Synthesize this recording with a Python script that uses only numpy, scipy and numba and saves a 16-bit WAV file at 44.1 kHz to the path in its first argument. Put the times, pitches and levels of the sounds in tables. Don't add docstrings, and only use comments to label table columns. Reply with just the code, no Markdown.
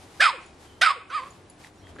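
import sys
import numpy as np
from scipy import signal
from scipy.fft import rfft, irfft, next_fast_len
from scipy.io import wavfile
from scipy.ndimage import uniform_filter1d, map_coordinates
from numba import njit

SR = 44100
rng = np.random.default_rng(int(sys.argv[2]) if len(sys.argv) > 2 else 0)


def file_out(sig):
    cols = np.atleast_2d(sig).T
    lim = np.clip(cols, -1, 1)
    pcm = np.round(lim * 32767).astype(np.int16)
    wavfile.write(sys.argv[1], SR, pcm)


def volts(x):
    e = np.asarray(x, float) / 20
    return 10 ** e


N = 88200


def unit(x):
    return x / np.sqrt(np.mean(x ** 2) + 1e-20)


def along(points, hz):
    f, v = np.transpose(points)
    return np.interp(np.log(hz + 1), np.log(f + 1), v)


def curves(rows):
    s, *cols = np.transpose(rows)
    return [np.interp(np.arange(N) / SR, s, c) for c in cols]


def wobble(rate):
    return map_coordinates(rng.standard_normal(N // 8), [np.arange(N) * rate / SR])


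def sweep(hz):
    return 2 * np.pi * np.cumsum(hz) / SR


def filtered(x, response):
    m = next_fast_len(N + SR // 2)
    return irfft(rfft(x, m) * response(np.fft.rfftfreq(m, 1 / SR)), m)[..., :N]


def low_cut(f, corner_hz, order):
    low = 1j * f / corner_hz
    return (low / (1 + low)) ** order


def spread(pair, alike):
    def response(hz):
        turn = np.arccos(np.clip(along(alike, hz), -1, 1)) / 2
        return np.array([np.cos(turn), np.sin(turn)])

    mid, side = filtered(pair, response)
    return np.array([mid + side, mid - side])


def add(track, s, sound):
    part = track[round(s * SR):][:len(sound)]
    part += sound[:len(part)]


@njit
def resonate(x, turn, keep):
    y, state = np.zeros(len(x)), 0j
    for i in range(len(x)):
        state = keep * np.exp(1j * turn[i]) * state + x[i]
        y[i] = state.imag
    return y


THROAT_LOW_HZ = 1000
# (centre [Hz], width [Hz], level [dB])
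THROAT_MODES = [(1954, 1020, 8), (2630, 620, 9), (3080, 443, 5), (4150, 1170, 0), (4500, 310, 4),
                (5240, 180, 0), (6540, 150, -60), (8440, 1640, -13.5), (10440, 570, -22.5)]


def throat(f, pocket_hz):
    peaks = 0
    for k, (centre, width, db) in enumerate(THROAT_MODES):
        peak = 1j * f * width / (centre ** 2 - f * f + 1j * f * width)
        peaks = peaks + (-1) ** k * volts(db) * peak
    gap = pocket_hz ** 2 - f * f
    pocket = (gap / (gap + 1j * f * 600)) ** 2
    return peaks * pocket * low_cut(f, THROAT_LOW_HZ, 2)


def burst(f):
    peak = 1 + volts(12) * np.exp(-((f - 6050) / 600) ** 2)
    return low_cut(f, 4270, 3) * peak / (1 + (f / 11500) ** 20)


def call(rows, body_db, rise_s, tires_db, burst_db, pocket_hz):
    hz, db, mouth_hz, rough, hum_db = curves(rows)
    rough, hz = np.clip(rough, 0, 1), uniform_filter1d(hz, size=400)
    start, voiced, fading, end = rows[0][0], rows[1][0], rows[-2][0], rows[-1][0]
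    live = slice(round(voiced * SR), round(fading * SR))
    t = np.arange(N) / SR

    phase = sweep(hz * (1 + .06 * rough * wobble(350)))
    swing = volts(2.5 * wobble(45))
    pulses = np.zeros(N)
    for k, lag in enumerate(2 * np.pi * rng.random(15), 1):
        pulses += np.roll(swing, k * SR // 8) ** min(k / 4, 1) * np.cos(k * phase + lag)
    pulses = unit(pulses)
    breath = rng.standard_normal(N) * (1 + np.cos(phase))

    rattle, rattle_share = np.sin(sweep(118 * (1 + .25 * wobble(70)))), .6
    flutter = volts(7 * rough * (rattle_share * rattle + (1 - rattle_share) * wobble(150)))

    def source(breath_share):
        share = np.clip(breath_share, 0, 1)
        return flutter * (np.sqrt(1 - share) * pulses + np.sqrt(share) * 2 * breath)

    keep = np.exp(-np.pi * 230 / SR)
    turn = 2 * np.pi * mouth_hz / SR
    ring = resonate(resonate(source(.5 * rough), turn, keep), turn, keep ** 2)
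    ring = filtered(ring, lambda f: low_cut(f, THROAT_LOW_HZ, 4))

    wide = np.exp(-((t - start) / .013) ** 2)
    opened, settled = filtered(source(.55 * rough ** .5 + .5 * rough),
                               lambda f: np.array([throat(f, 7200), throat(f, pocket_hz)]))
    upper = wide * opened + (1 - wide) * settled
    open_db = 9 * np.log2(mouth_hz / 1300)
    upper_db = body_db + 2.5 - tires_db * np.clip(t - start, 0, 1) + open_db
    rise = 1 - np.exp(-np.maximum(t - start, 0) / rise_s)
    voice = ring / ring[live].std() + volts(upper_db) * upper / upper[live].std() * rise

    voice += volts(burst_db - 60 * np.maximum(t - voiced, 0) / .092) * unit(filtered(breath, burst))
    hum = volts(hum_db + 2.0) * np.sin(sweep(hz))
    gate = (t > start) * np.clip((end + .0019 - t) / .0039, 0, 1)
    return gate * (volts(db) * voice + hum)


# (time [s], pitch [Hz], effort [dB], mouth resonance [Hz], roughness [0-1], nose hum [dB])
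FIRST_YAP = [(.198, 500, -40, 1520, .03, -44), (.207, 570, -15, 1720, .03, -33),
             (.222, 726, -15, 1600, .15, -32), (.234, 840, -16, 1450, .45, -33),
             (.243, 680, -15, 1350, .45, -50), (.268, 625, -19, 1260, .5, -60),
             (.297, 505, -21, 1010, .3, -62), (.313, 440, -35, 850, .5, -62), (.33, 400, -65, 800, .6, -62)]
SECOND_YAP = [(.812, 570, -30, 1600, .15, -40), (.8165, 640, -16, 1950, .1, -33),
              (.829, 760, -17, 1600, .18, -34), (.842, 770, -18, 1450, .55, -42),
              (.872, 640, -18, 1290, .45, -56), (.9, 600, -22, 1200, .65, -62),
              (.915, 545, -17, 1080, .15, -64), (.926, 500, -33, 950, .5, -64),
              (.955, 420, -55, 800, .6, -64)]
WHINE_CALL = [(1.093, 495, -56, 1350, .4, -66), (1.104, 495, -41, 1330, .35, -52),
              (1.126, 540, -34, 1280, .12, -54), (1.154, 638, -27, 1270, .06, -62),
              (1.176, 585, -27, 1170, .07, -55), (1.203, 498, -32, 1010, .12, -51),
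              (1.213, 510, -43, 1050, .6, -53), (1.238, 535, -38, 1080, .7, -54),
              (1.3, 580, -60, 1180, .9, -64)]
# (rise [s], tiring [dB/s], air burst [dB], settled pocket [Hz])
CALL_THROATS = [
    (0.0099, 40, -17.5, 5640),
    (0.0044, 79, -11, 6050),
    (0.012, 20, -16.5, 5300),
]
# (time [s], length [s], pitch [Hz], level [dB])
GULP_HUMS = [
    (.327, .04, 600, -41),
    (.362, .035, 430, -51),
    (.952, .042, 570, -45),
]


def puppy():
    first, second, last = CALL_THROATS
    yaps = call(FIRST_YAP, -4, *first) + call(SECOND_YAP, -4, *second)
    out = volts(5) * yaps + volts(1) * call(WHINE_CALL, -8, *last)
    for s, length, hz, db in GULP_HUMS:
        t = np.arange(round(length * SR)) / SR
        tone = np.sin(2 * np.pi * (hz - 3800 * t / 2) * t)
        add(out, s, volts(db + 6.5) * np.sin(np.pi * t / length) * tone)
    return out


# (time [s], level [dB], pitch [Hz])
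CLAW_TICKS = [(1.6397, -40, 2350), (1.6462, -31, 1930), (1.6705, -42, 1900), (1.87, -38, 1870),
              (1.9618, -35.5, 1250), (1.9663, -37, 1510), (1.986, -33.5, 1710), (1.989, -39.5, 1600),
              (1.992, -30.5, 1694), (1.9972, -28.5, 1610)]
# (time [s], level [dB], pitch [Hz])
NOSE_THUMPS = [
    (1.9552, -42, 380),
    (1.9625, -39, 403),
    (1.9889, -37, 460),
    (1.9945, -35, 425),
]


def ball():
    out, t = np.zeros(N), np.arange(SR // 20) / SR
    for s, db, hz in CLAW_TICKS:
        noise = rng.standard_normal(len(t))
        scuff = unit(signal.lfilter(*signal.butter(2, [hz * .83, hz * 2.1], "band", fs=SR), noise))
        envelope = volts(db - 60 * t / .01) * (1 - np.exp(-t / .00029))
        add(out, s, envelope * (np.sin(2 * np.pi * hz * t) + volts(-10.5) * scuff))
    for s, db, hz in NOSE_THUMPS:
        add(out, s, volts(db - 60 * t / .038) * np.sin(2 * np.pi * hz * t))
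    return out


# (pitch [Hz], t60 [s])
TAG_MODES = [(4700, .03), (7000, .06), (10170, .035)]
# (time [s], low mode level [dB], middle mode level [dB], high mode level [dB])
TAG_CLINKS = [
    (0.461, -73, -49.5, -53),
    (1.305, -70.5, -46, -57),
    (1.499, -53, -52, -41.5),
    (1.757, -78, -60, -73),
    (1.955, -75, -59, -64),
]


def tags():
    out, t = np.zeros(N), np.arange(SR // 5) / SR
    for s, *levels in TAG_CLINKS:
        ring = sum(volts(db - 60 * t / t60) * np.sin(2 * np.pi * hz * t)
                   for db, (hz, t60) in zip(levels, TAG_MODES))
        add(out, s, ring * (1 - np.exp(-t / .00019)))
    return out


# (frequency [Hz], level [dB])
NEAR_BOUNCE = [(500, -19), (1500, -14), (4500, -16), (9000, -8.5), (12000, -28)]


def nearby(x):
    delay, size = .004 * rng.random(6), rng.standard_normal(6)
    size = size / np.linalg.norm(size)

    def response(hz):
        return volts(along(NEAR_BOUNCE, hz)) * (size @ np.exp(-2j * np.pi * np.outer(delay, hz)))

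    side = filtered(x, response)
    return np.array([side, -side])


# (frequency [Hz], t60 [s])
YARD_DECAY = [(400, 0.97), (1200, 0.32), (2500, 0.44), (5000, 0.26), (10000, 0.37)]


def yard(x):
    hz, t, z = signal.stft(rng.standard_normal((2, SR // 2)), SR, nperseg=256)
    bright_db = 2 * np.log2(np.clip(hz, 500, 4000) / 1200)[:, None]
    decay_db = -60 * t / along(YARD_DECAY, hz)[:, None]
    tail = signal.istft(z * volts(decay_db + bright_db), SR, nperseg=256)[1]
    tail = tail / np.linalg.norm(tail[0]) * 1.153
    late = np.pad(x, (round(.008 * SR), 0))[None]
    return spread(signal.fftconvolve(late, tail, axes=1)[:, :N], [(1000, .71)])


# (time [s], length [s], pitch [Hz], level [dB])
BIRD_NOTES = [
    (.64, .13, 3200, -61),
    (1.81, .11, 3300, -63),
    (1.79, .05, 4100, -63),
    (1.77, .04, 5700, -69),
]


def bird():
    out = np.zeros(N)
    for s, length, hz, db in BIRD_NOTES:
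        n = round(length * SR)
        t = np.arange(n) / SR
        pitch = hz * (1 - .326 * t + .025 * wobble(402)[:n])
        level = volts(db + 5 * wobble(65)[:n]) * np.sin(np.pi * t / length) ** .5
        add(out, s, level * np.sin(sweep(pitch)))
    return out


def closed(points):
    ends = [(points[0][0] / 2, -70)] + list(points) + [(points[-1][0] * 1.1, -90)]
    return lambda hz: volts(along(ends, hz))


# (frequency [Hz], left-right likeness [-1 to 1])
AIR_LIKENESS = [(50, 0.93), (300, 0.94), (1500, 0.43), (5000, 0.59), (10000, .5)]


def rush(spectrum, patchy_db):
    z = signal.stft(rng.standard_normal((2, N)), nperseg=512)[2]
    field = uniform_filter1d(rng.standard_normal(z.shape[1:]), size=6, axis=0)
    field = uniform_filter1d(field, size=10, axis=1)
    pair = signal.istft(z * volts(patchy_db * unit(field)), nperseg=512)[1][:, :N]
    return unit(spread(filtered(pair, closed(spectrum)), AIR_LIKENESS))


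# (frequency [Hz], level [dB per Hz])
GRASS_COLOUR = [(710, 7), (1200, 1), (1860, -2), (2770, -4), (3660, -4.5), (4000, -4.5), (9490, -10),
                (12200, -15), (15900, -73), (22000, -120)]
# (time [s], length [s], level [dB])
GRASS_STIRS = [
    (-.1, 0.63, -57.5),
    (0.553, 0.18, -57.5),
    (1.157, 0.24, -63),
    (1.577, 0.13, -54),
    (1.867, 0.055, -49),
]


def grass():
    t = np.arange(N) / SR
    stir = volts(-60.5)
    for s, length, db in GRASS_STIRS:
        stir = stir + volts(db) * np.clip(np.minimum(t - s, s + length - t) / .084, 0, 1)
    return stir * volts(wobble(33.0)) * rush(GRASS_COLOUR, patchy_db=-.5)


# (frequency [Hz], level [dB per Hz])
TRAFFIC_COLOUR = [(13, -43), (22, -10.5), (91, -3), (186, -7.5), (212, -8.5), (373, -4.5), (454, -8.5),
                  (799, -12.5), (4000, -29.5), (5200, -50), (8800, -120)]


def traffic():
    return volts(-47.5 - 5.0 + 1.2 * wobble(7.93)) * rush(TRAFFIC_COLOUR, patchy_db=0.0)


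# (time [s], firing rate [Hz], level [dB])
ENGINE_IDLE = [
    (0, 87.85, -61),
    (.7, 78.3, -60.5),
    (1.2, 90.6, -70),
    (1.5, 91.1, -56),
    (1.7, 96.5, -59.5),
    (2, 93, -48),
]
# (multiple of firing rate, level [dB])
ENGINE_HARMONICS = [(1, 0), (2, -13), (3, -6), (3.5, -7)]


def engine():
    hz, db = curves(ENGINE_IDLE)
    phase = sweep(hz * (1 + .05 * wobble(16)))
    hum = sum(volts(db + level + 3.5 * wobble(5.92)) * np.sin(k * phase) for k, level in ENGINE_HARMONICS)
    return hum * volts([[.7], [-.7]])


def scene():
    near = puppy() + tags() + ball()
    pan_db, = curves([(.25, -0.27), (.5, 1.6), (.85, -1.1), (1.2, -0.44), (2, 1.3)])

    def tilt(hz):
        lean_db = along([(500, 0.88), (1500, -1.52), (4000, -0.092), (9000, -0.41)], hz)
        return volts(np.outer([1, -1], lean_db))

    direct = filtered(near * volts(np.outer([.5, -.5], pan_db)), tilt)
    far = bird()
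    background = (grass() + traffic() + engine()) * volts([[.45], [-.45]])
    return direct + nearby(near) + volts(-13.5) * yard(near + 3 * far) + far + background


# (frequency [Hz], level [dB])
DROPOUT_FLOOR = [(5300, -130), (5600, -98), (6250, -98), (6600, -112), (9800, -112), (10400, -100),
                 (11500, -96), (12300, -99)]


def starve(x, duck_db):
    both = np.array([x[0] + x[1], x[0] - x[1]]) / 2
    hz, t, z = signal.stft(both, SR, nperseg=1024)
    band_db = 10 * np.log10(np.abs(uniform_filter1d(np.abs(z) ** 2, size=7, axis=1)) + 1e-20)
    need_db = along(DROPOUT_FLOOR, hz)[:, None] + 4.95 * np.interp(t * SR, np.arange(N), duck_db)
    mid, side = signal.istft(z * (band_db > need_db), nperseg=1024)[1][:, :N]
    return np.array([mid + side, mid - side])


def band_limit(x):
    return signal.sosfilt(signal.butter(12, 12360, fs=SR, output="sos"), x)


def record(dry):
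    level_db = 10 * np.log10(np.abs(uniform_filter1d((dry ** 2).mean(0), size=300)) + 1e-12)
    ramp = 18 * np.arange(N) / SR
    duck_db = np.maximum.accumulate(.25 * np.maximum(level_db + 30, 0) + ramp) - ramp
    x = dry * volts(-duck_db)
    x = x / (1 + np.abs(x / .56) ** 4) ** (1 / 4)
    x = filtered(x, lambda hz: hz < 12300)
    return band_limit(starve(x, duck_db))


dry = scene()
out = record(dry)
file_out(out)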